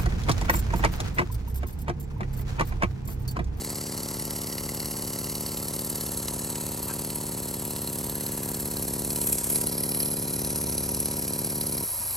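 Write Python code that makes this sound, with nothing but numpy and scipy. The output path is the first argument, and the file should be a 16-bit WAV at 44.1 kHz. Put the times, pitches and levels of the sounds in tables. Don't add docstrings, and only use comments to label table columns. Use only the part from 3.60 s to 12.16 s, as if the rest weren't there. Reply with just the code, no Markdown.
import sys
import numpy as np
from scipy import signal
from scipy.fft import rfft, irfft, next_fast_len
from scipy.io import wavfile
from scipy.ndimage import uniform_filter1d, map_coordinates

SR = 44100
rng = np.random.default_rng(int(sys.argv[2]) if len(sys.argv) > 2 else 0)


def master_out(mix):
    frames = np.transpose(np.atleast_2d(mix))
    ceiling = np.clip(frames, -1, 1)
    pcm = np.round(ceiling * 32767).astype(np.int16)
    wavfile.write(sys.argv[1], SR, pcm)


N = 377496

STOP_S = 8.245
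FALTER_S, FALTER_LENGTH_S = 5.828, .065
# t/s, place (0 at the cylinder, 1 above, 2 at the lever, 3 there under the hand)
VIEW = [(0, 0.3), (1.4, 0), (3, 1), (5, 1), (5.9, 1.5), (6.02, 2.5), (6.15, 3), (6.55, 3), (6.9, 2),
        (8.56, 3)]
# t/s, half length/s, sizzle gain/dB, clatter gain/dB
NUDGES = [(5.693, 0.088, 6.5, -2.5), (5.943, .06, 7, -1), (6.27, 0.23, 1.5, 6), (6.423, 0.065, 4.5, 5)]


def amp(db):
    return 10 ** (np.asarray(db) / 20)


def unit(x):
    return x / np.sqrt(np.mean(x ** 2) + 1e-20)


def clock():
    return np.arange(N) / SR


def tone(cycles):
    return np.sqrt(2) * np.sin(2 * np.pi * cycles)


def curves(rows):
    times, *columns = np.transpose(rows)
    return [np.interp(clock(), times, column) for column in columns]


def swell(centre_s, length_s):
    return np.exp(-((clock() - centre_s) / length_s) ** 2)


def wobble(rate):
    return map_coordinates(rng.standard_normal(int(N * rate / SR) + 4), [np.arange(N) * rate / SR])


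def colour(points):
    f, db = np.transpose(points)
    return lambda hz: amp(np.interp(np.log(hz + 1), np.log(f + 1), db))


def resonances(modes):
    return lambda f: sum((-1) ** k * amp(db) * 1j * f * width / (hz * hz - f * f + 1j * f * width)
                         for k, (hz, width, db) in enumerate(modes))


def filtered(x, response):
    size = next_fast_len(N + SR // 2)
    return irfft(rfft(x, size) * response(np.fft.rfftfreq(size, 1 / SR)), size)[..., :N]


def noise(response):
    return unit(filtered(rng.standard_normal(N), response))


def from_view(levels_db):
    return np.interp(curves(VIEW)[0], np.arange(len(levels_db)), levels_db)


def crank(start_turn=-.153, sag_hz=1.281):
    # t/s, rotation rate/Hz
    speed = [(0.0, 18.123), (0.554, 18.209), (1.743, 18.125), (2.197, 18.334), (3.804, 18.279),
             (4.053, 17.964), (5.327, 17.827), (5.522, 17.965), (7.967, 18.047), (8.24, 17.706)]
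    rate_hz = curves(speed)[0] - sag_hz * swell(FALTER_S, FALTER_LENGTH_S)
    return start_turn + np.cumsum(rate_hz) / SR


def crossings(turn, position):
    times = np.interp(np.arange(-1, turn[-1]) + position, turn, clock(), left=-1)
    return times[(times > 0) & (times < STOP_S)]


def rumble(level_db=-49):
    # f/Hz, relative level/dB
    spectrum = [(20, -46), (31, -34), (50, -6), (80, -6.5), (130, -15), (190, -13), (300, -14.5),
                (600, -16), (1100, -17), (1600, -27.5), (4000, -27), (15000, -73)]
    return amp(level_db) * noise(colour(spectrum))


def vehicle():
    # t/s, f/Hz, rms level/dB
    drone = [(0, 44, -62), (.9, 50, -51), (1.6, 55, -53), (2.25, 59, -56), (2.6, 62, -49), (3.1, 66, -53),
             (3.7, 68, -62), (4.0, 46, -66), (4.35, 49, -50), (4.8, 54, -58), (5.15, 58, -49),
             (5.75, 63, -45.5), (6.1, 66, -52), (6.7, 70, -51), (7.15, 72, -44.5), (7.6, 73, -53),
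             (8.2, 74, -52), (8.56, 74, -60)]
    hz, db = curves(drone)
    return amp(db) * tone(np.cumsum(hz) / SR)


def whine(waver_db=2):
    # f/Hz, level/dB at the cylinder, above, at the lever
    tones = [(960.2, -72, -62, -62), (946, -76, -66, -66)]
    return sum(amp(from_view(db) + waver_db * wobble(3.03)) * tone(hz * clock() + rng.random())
               for hz, *db in tones)


def pump(stroke_hz=23.89, waver_db=1, flutter_db=1.6):
    harmonics = [-54, -56, -50.5, -57.5, -58]
    # f/Hz, bandwidth/Hz, gain/dB at the cylinder, above, at the lever
    casing = [(236, 20, -65, -63, -61), (428, 19, -65, -72, -67), (574, 22, -61, -64, -59),
              (690, 140, -66, -67, -66), (838, 30, -66, -66, -67), (888, 40, -55.5, -58, -66),
              (945, 66, -65, -58, -58), (1076, 43, -57.5, -63.5, -68), (1123, 40, -62, -63, -67),
              (1220, 45, -64, -67, -68), (1337, 25, -69, -73, -74)]
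    cycle = stroke_hz * clock() + .001 * wobble(3)
    hum = sum(amp(db + waver_db * wobble(12)) * tone(order * cycle + rng.random())
              for order, db in enumerate(harmonics, 2))
    impulses = np.diff(np.floor(cycle), prepend=0) * SR / stroke_hz / np.sqrt(2)
    force = impulses * amp(flutter_db * wobble(30))
    ring = sum(amp(from_view(db)) * filtered(force, lambda f: resonances([(hz, width, 0)])(f) ** 2)
               for hz, width, *db in casing)
    return hum + ring


def room(x, t60=.12):
    # f/Hz, gain/dB
    response = [(30, -28), (100, -19), (300, -17), (600, -9.5), (1100, -3), (1600, -3.5), (2200, -40),
                (5000, -26), (11000, -20)]
    t = clock()[:SR // 3]
    tail = rng.standard_normal((2, len(t))) * amp(-60 * t / t60) * (t > .002)
    wet = signal.fftconvolve(x[None], tail / np.linalg.norm(tail[0]), axes=1)[:, :N]
    return filtered(wet, colour(response))


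def echoes(x, travel_s=6, oversample=4):
    # delay/ms at the start, delay/ms at the lever, amplitude ratio
    reflections = [(1.04, 1.18, 0.085), (2.098, 2.5, 0.069), (3.3, 3.9, -0.092), (4.6, 5.3, 0.03),
                   (7, 6.3, 0.17)]
    travel = np.clip(clock() / travel_s, 0, 1)
    fine = signal.resample_poly(x, oversample, 1)
    out = x
    for first_ms, last_ms, gain in reflections:
        delay_s = (first_ms + (last_ms - first_ms) * travel) / 1000
        out = out + gain * fine[np.maximum((clock() - delay_s) * SR * oversample, 0).astype(int)]
    return out * np.std(x) / np.std(out)


def squeak(at_s=3.298, level_db=-39, attack_s=.0091, release_s=.02):
    # f/Hz, bandwidth/Hz, relative level/dB
    modes = [(880, 97, 0.5), (1120, 110, -2.5), (1320, 90, -2), (1626, 59, 3), (2180, 160, -15),
             (2580, 180, -8)]
    since = clock() - at_s
    envelope = np.exp(-np.abs(since) / np.where(since < 0, attack_s, release_s))
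    return amp(level_db) * envelope * noise(resonances(modes))


def shake(turn, fourth_db=-51.5, sixth_db=-51):
    running = np.clip((STOP_S - clock()) / .029, 0, 1)
    fourth = tone(4 * turn) * amp(fourth_db + wobble(8.7))
    sixth = tone(6 * turn) * amp(sixth_db + wobble(24))
    return running * (fourth + sixth)


def valve_opening(turn):
    # crank position/turns, gain/dB, lead-in/turns, fade/turns
    events = [(.185, 6.5, 0.066, 0.053), (.445, -10.5, 0.11, 0.022), (.7, 11, 0.039, 0.14),
              (.92, -7, 0.082, 0.047)]
    opening_db = 0
    for position, db, lead, fade in events:
        past = (turn - position + .5) % 1 - .5
        opening_db = opening_db + db * np.exp(-np.abs(past) / np.where(past < 0, lead, fade))
    return opening_db


def jet(turn, start_s=5.67, end_s=6.01, attack_s=.21, release_s=.042, level_db=-36.5, follow=.87):
    # f/Hz, relative level/dB
    spectrum = [(3500, -18.5), (5000, -42.5), (6200, -11.5), (7500, -3.5), (8800, -1), (9800, -10),
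                (10400, -27.5), (12000, -42)]
    t = clock()
    envelope = np.exp(np.minimum(t - start_s, 0) / attack_s - np.maximum(t - end_s, 0) / release_s)
    chopped = noise(colour(spectrum)) * amp(follow * valve_opening(turn) + wobble(300))
    return unit(chopped) * amp(level_db) * envelope


def drifting(x, depth_db=1.5):
    spectra = signal.stft(x, nperseg=512)[2]
    patches = uniform_filter1d(rng.standard_normal(spectra.shape), size=3, axis=0)
    patches = uniform_filter1d(patches, size=90, axis=1)
    return signal.istft(spectra * amp(depth_db * unit(patches)), nperseg=512)[1][:N]


def ringing_noise(response):
    # f/Hz, bandwidth/Hz, lift/dB
    at_cylinder = [(2070, 270, 7.5), (2930, 270, 8), (3500, 300, -11), (4520, 320, 6.5), (5720, 1300, 4.5),
                   (7460, 1400, 2.5), (9050, 270, 4.5), (11400, 150, 3), (11570, 140, 4), (11700, 200, 1.5),
                   (12000, 250, -3)]
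    from_above = [(1950, 460, 4.5), (2700, 680, 5.5), (3270, 270, 1), (4230, 600, 4), (5670, 190, 0),
                  (7880, 920, 6), (8830, 500, 5.5), (11050, 98, 12.5), (10600, 88, -7), (11440, 200, 3.5),
                  (11960, 300, 7)]
    at_lever = [(2400, 740, 9.5), (3970, 300, 4.5), (4430, 220, -1), (4848, 260, 3), (5780, 1000, 9.5),
                (8880, 210, 14), (9100, 130, -5.5), (11030, 940, 11), (11600, 160, -9), (11460, 340, 9.5)]
    under_hand = [(2300, 760, 4.5), (4120, 300, 6), (4920, 370, 6), (5720, 250, 8.5), (6300, 400, -3),
                  (7950, 400, 3), (8850, 250, 8.5), (9300, 330, 2), (9930, 120, 6), (11120, 550, 14),
                  (11780, 440, 8.5), (12400, 350, 2)]
    view = curves(VIEW)[0]
    out = 0
    for place, modes in enumerate([at_cylinder, from_above, at_lever, under_hand]):
        lift = lambda f: amp(sum(db / (1 + (2 * (f - hz) / width) ** 2) for hz, width, db in modes))
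        power_share = np.clip(1 - np.abs(view - place), 0, 1)
        out = out + np.sqrt(power_share) * noise(lambda f: response(f) * lift(f))
    return drifting(out)


def leak(turn, hiss_db=-39.5, spit_db=1.57, neutral_db=4):
    # f/Hz, relative level/dB
    hiss_spectrum = [(500, -14), (1400, -5), (2400, -11), (3650, -9.5), (4100, -1.5), (5700, -1.5),
                     (6900, 0), (7900, 3.5), (8900, 0.5), (9900, -1), (10300, -13), (11000, -15)]
    sizzle_spectrum = [(9500, -35), (10300, -24), (10650, 0), (11100, -3.7), (11900, -1.5), (12500, -3.8),
                       (13000, -29), (13600, -50), (14400, -52), (14800, -25), (15800, -17.5)]
    # t/s, level/dB
    beam = [(0, -43), (2.2, -38.5), (3.2, -40.5), (4.4, -37.5), (5.35, -36), (8.2, -35.5)]
    running = np.clip((STOP_S - clock()) / .023, 0, 1)
    opening_db = running * valve_opening(turn)
    nudged_db = sum(db * swell(s, length) for s, length, db, _ in NUDGES)
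    sizzle_db = curves(beam)[0] + nudged_db + neutral_db * (1 - running)
    hiss = ringing_noise(colour(hiss_spectrum)) * amp(.62 * opening_db + spit_db * wobble(500))
    sizzle = ringing_noise(colour(sizzle_spectrum)) * amp(opening_db + spit_db * wobble(500))
    return unit(hiss) * amp(hiss_db) + unit(sizzle) * amp(sizzle_db)


def clack(at_s, rattle_s=.0014, size=2048):
    # f/Hz, bandwidth/Hz, relative level/dB at the cylinder, above, at the lever
    brass = [(1116, 140, -6, -10, -18.5), (2027, 250, 0, -11, -13), (2390, 430, -33, -10, -8),
             (2890, 380, -3, -9.5, -7.5), (4170, 340, -6, 2.5, 2), (4460, 730, 5, -0.5, -28),
             (4870, 390, 4, -2.5, 4), (5540, 340, 5, -4.5, 1), (8000, 6000, -25, -16, -28),
             (11040, 740, -5, -8.5, -1)]
    view = np.interp(at_s, *np.transpose(VIEW))
    f = np.fft.rfftfreq(size, 1 / SR)
    frame = sum(amp(np.interp(view, np.arange(len(db)), db)) * resonances([(hz, width, 0)])(f) ** 2
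                for hz, width, *db in brass)
    rattle = rng.standard_normal(size) * np.exp(-np.arange(size) / SR / rattle_s)
    ring = irfft(rfft(rattle) * frame)
    return ring * np.sqrt(.004 * SR) / np.linalg.norm(ring)


def clatter(turn, scatter_db=1.5, knock_db=-1, falter_db=-21):
    # crank position/turns, relative level/dB
    dead_centres = [(.185, -4.5), (.695, -2)]
    # t/s, level/dB before knock_db
    knocks = [(.156, -35), (.871, -34), (.9254, -32), (.9813, -30.5), (1.089, -34.5), (1.2014, -30.5),
              (1.697, -34), (1.752, -32.5), (1.8624, -31.5), (1.9724, -34.2), (2.191, -33.5),
              (2.682, -28.5), (2.955, -34), (3.5017, -34), (4.162, -35.5), (4.274, -34.5), (4.496, -36),
              (4.6644, -33.5), (4.944, -36.5), (5.1684, -31.5), (5.5045, -32), (5.5597, -33), (5.6155, -33),
              (5.727, -32), (5.783, -34), (5.957, -30), (6.069, -32), (6.180, -32.5), (6.235, -31),
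              (6.318, -31), (6.346, -31.5), (6.4024, -27), (6.4573, -35), (6.8466, -33), (6.958, -34),
              (7.1796, -29.5), (7.4575, -33), (7.679, -33), (7.734, -35), (7.79, -35), (7.903, -34),
              (8.011, -29.5), (8.123, -33)]
    # t/s, level/dB
    strength = [(0, -36.5), (1.1, -37.5), (2.3, -36), (3, -39.5), (4, -46), (5.5, -39.5), (8.2, -37)]
    nudged_db = sum(db * swell(s, length) for s, length, _, db in NUDGES)
    level_db = curves(strength)[0] + nudged_db + falter_db * swell(FALTER_S, FALTER_LENGTH_S)
    blows = [(s, db + knock_db) for s, db in knocks]
    knock_times = np.transpose(knocks)[0]
    for position, db in dead_centres:
        for s in crossings(turn, position):
            if np.abs(knock_times - s).min() > .008:
                blows.append((s, level_db[int(s * SR)] + db + scatter_db * rng.standard_normal()))
    out = np.zeros(N + SR)
    for s, db in blows:
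        ring = clack(s)
        out[int(s * SR):][:len(ring)] += amp(db) * ring
    return out[:N]


def strokes(turn, position, scatter_db=.45, jitter_s=.00009):
    times = crossings(turn, position)
    late, size = rng.standard_normal((len(times), 2)).T
    at = np.clip(np.round((times + jitter_s * late) * SR), 0, N - 1).astype(int)
    return np.bincount(at, amp(scatter_db * size), N)


def exhaust(turn, cutoff_hz=145, lag_hz=451, falter_db=-5):
    # crank position/turns, relative level/dB, low-pass corner f/Hz
    puffs = [(0.1695, -9, 499), (0.4509, -4.5, 260.5), (0.672, -13, 546), (0.898, -1, 255.5)]
    # f/Hz, relative gain/dB
    pipe = [(30, 37), (55, 13), (72, 4.5), (108, 2), (150, 4.5), (215, 2), (280, 3), (330, 1.5), (385, 5),
            (470, 3.8), (560, 4), (660, 3.5), (760, 3.5), (860, 4), (1100, -13), (1500, 2), (3000, -3)]
    # t/s, level/dB
    strength = [(0, -37.5), (3.8, -37), (5.9, -34), (8.2, -35.5)]
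    flow = 0
    for position, db, corner_hz in puffs:
        flow -= amp(db) * filtered(strokes(turn, position), lambda f: (1 + 1j * f / corner_hz) ** -4)
    high_pass = lambda f: f * f / (f * f - 1j * np.sqrt(2) * f * cutoff_hz - cutoff_hz ** 2)
    all_pass = lambda f: ((lag_hz - 1j * f) / (lag_hz + 1j * f)) ** 2
    pressure = filtered(flow, lambda f: (high_pass(f) * all_pass(f)) ** 2 * colour(pipe)(f))
    return unit(pressure) * amp(curves(strength)[0] + falter_db * swell(FALTER_S, FALTER_LENGTH_S))


def scene():
    # f/Hz, side level/dB relative to mid
    width = [(60, -26), (330, -24), (500, -20), (900, -16), (1150, -8), (1500, -17), (1800, -20),
             (2200, -42), (2700, -20), (3000, -15), (3400, -18), (4000, -10), (5000, -10), (6200, -21),
             (7200, -22), (7700, -10), (8100, -10), (8550, -22), (9050, -3), (10000, 12), (10250, 20),
             (10500, 10.5), (11100, 0), (11600, -11), (11950, -23), (12500, -5), (13000, 2), (15000, 6.5)]
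    swaps = [8550, 10250, 11950]
    turn = crank()
    body = exhaust(turn) + shake(turn) + squeak() + pump() + whine() + vehicle() + rumble()
    mid = body + echoes(leak(turn) + jet(turn) + clatter(turn))
    lean = np.interp(clock(), [0, 5.5], [.09, .025])
    quadrature = lambda f: 1j * (-1) ** np.searchsorted(swaps, f) * colour(width)(f)
    side = filtered(mid, quadrature) + lean * body
    return np.array([mid + side, mid - side]) + room(mid)


def record(dry, top_hz=15850):
    return filtered(dry, lambda hz: hz < top_hz)


dry = scene()
out = record(dry)
master_out(out)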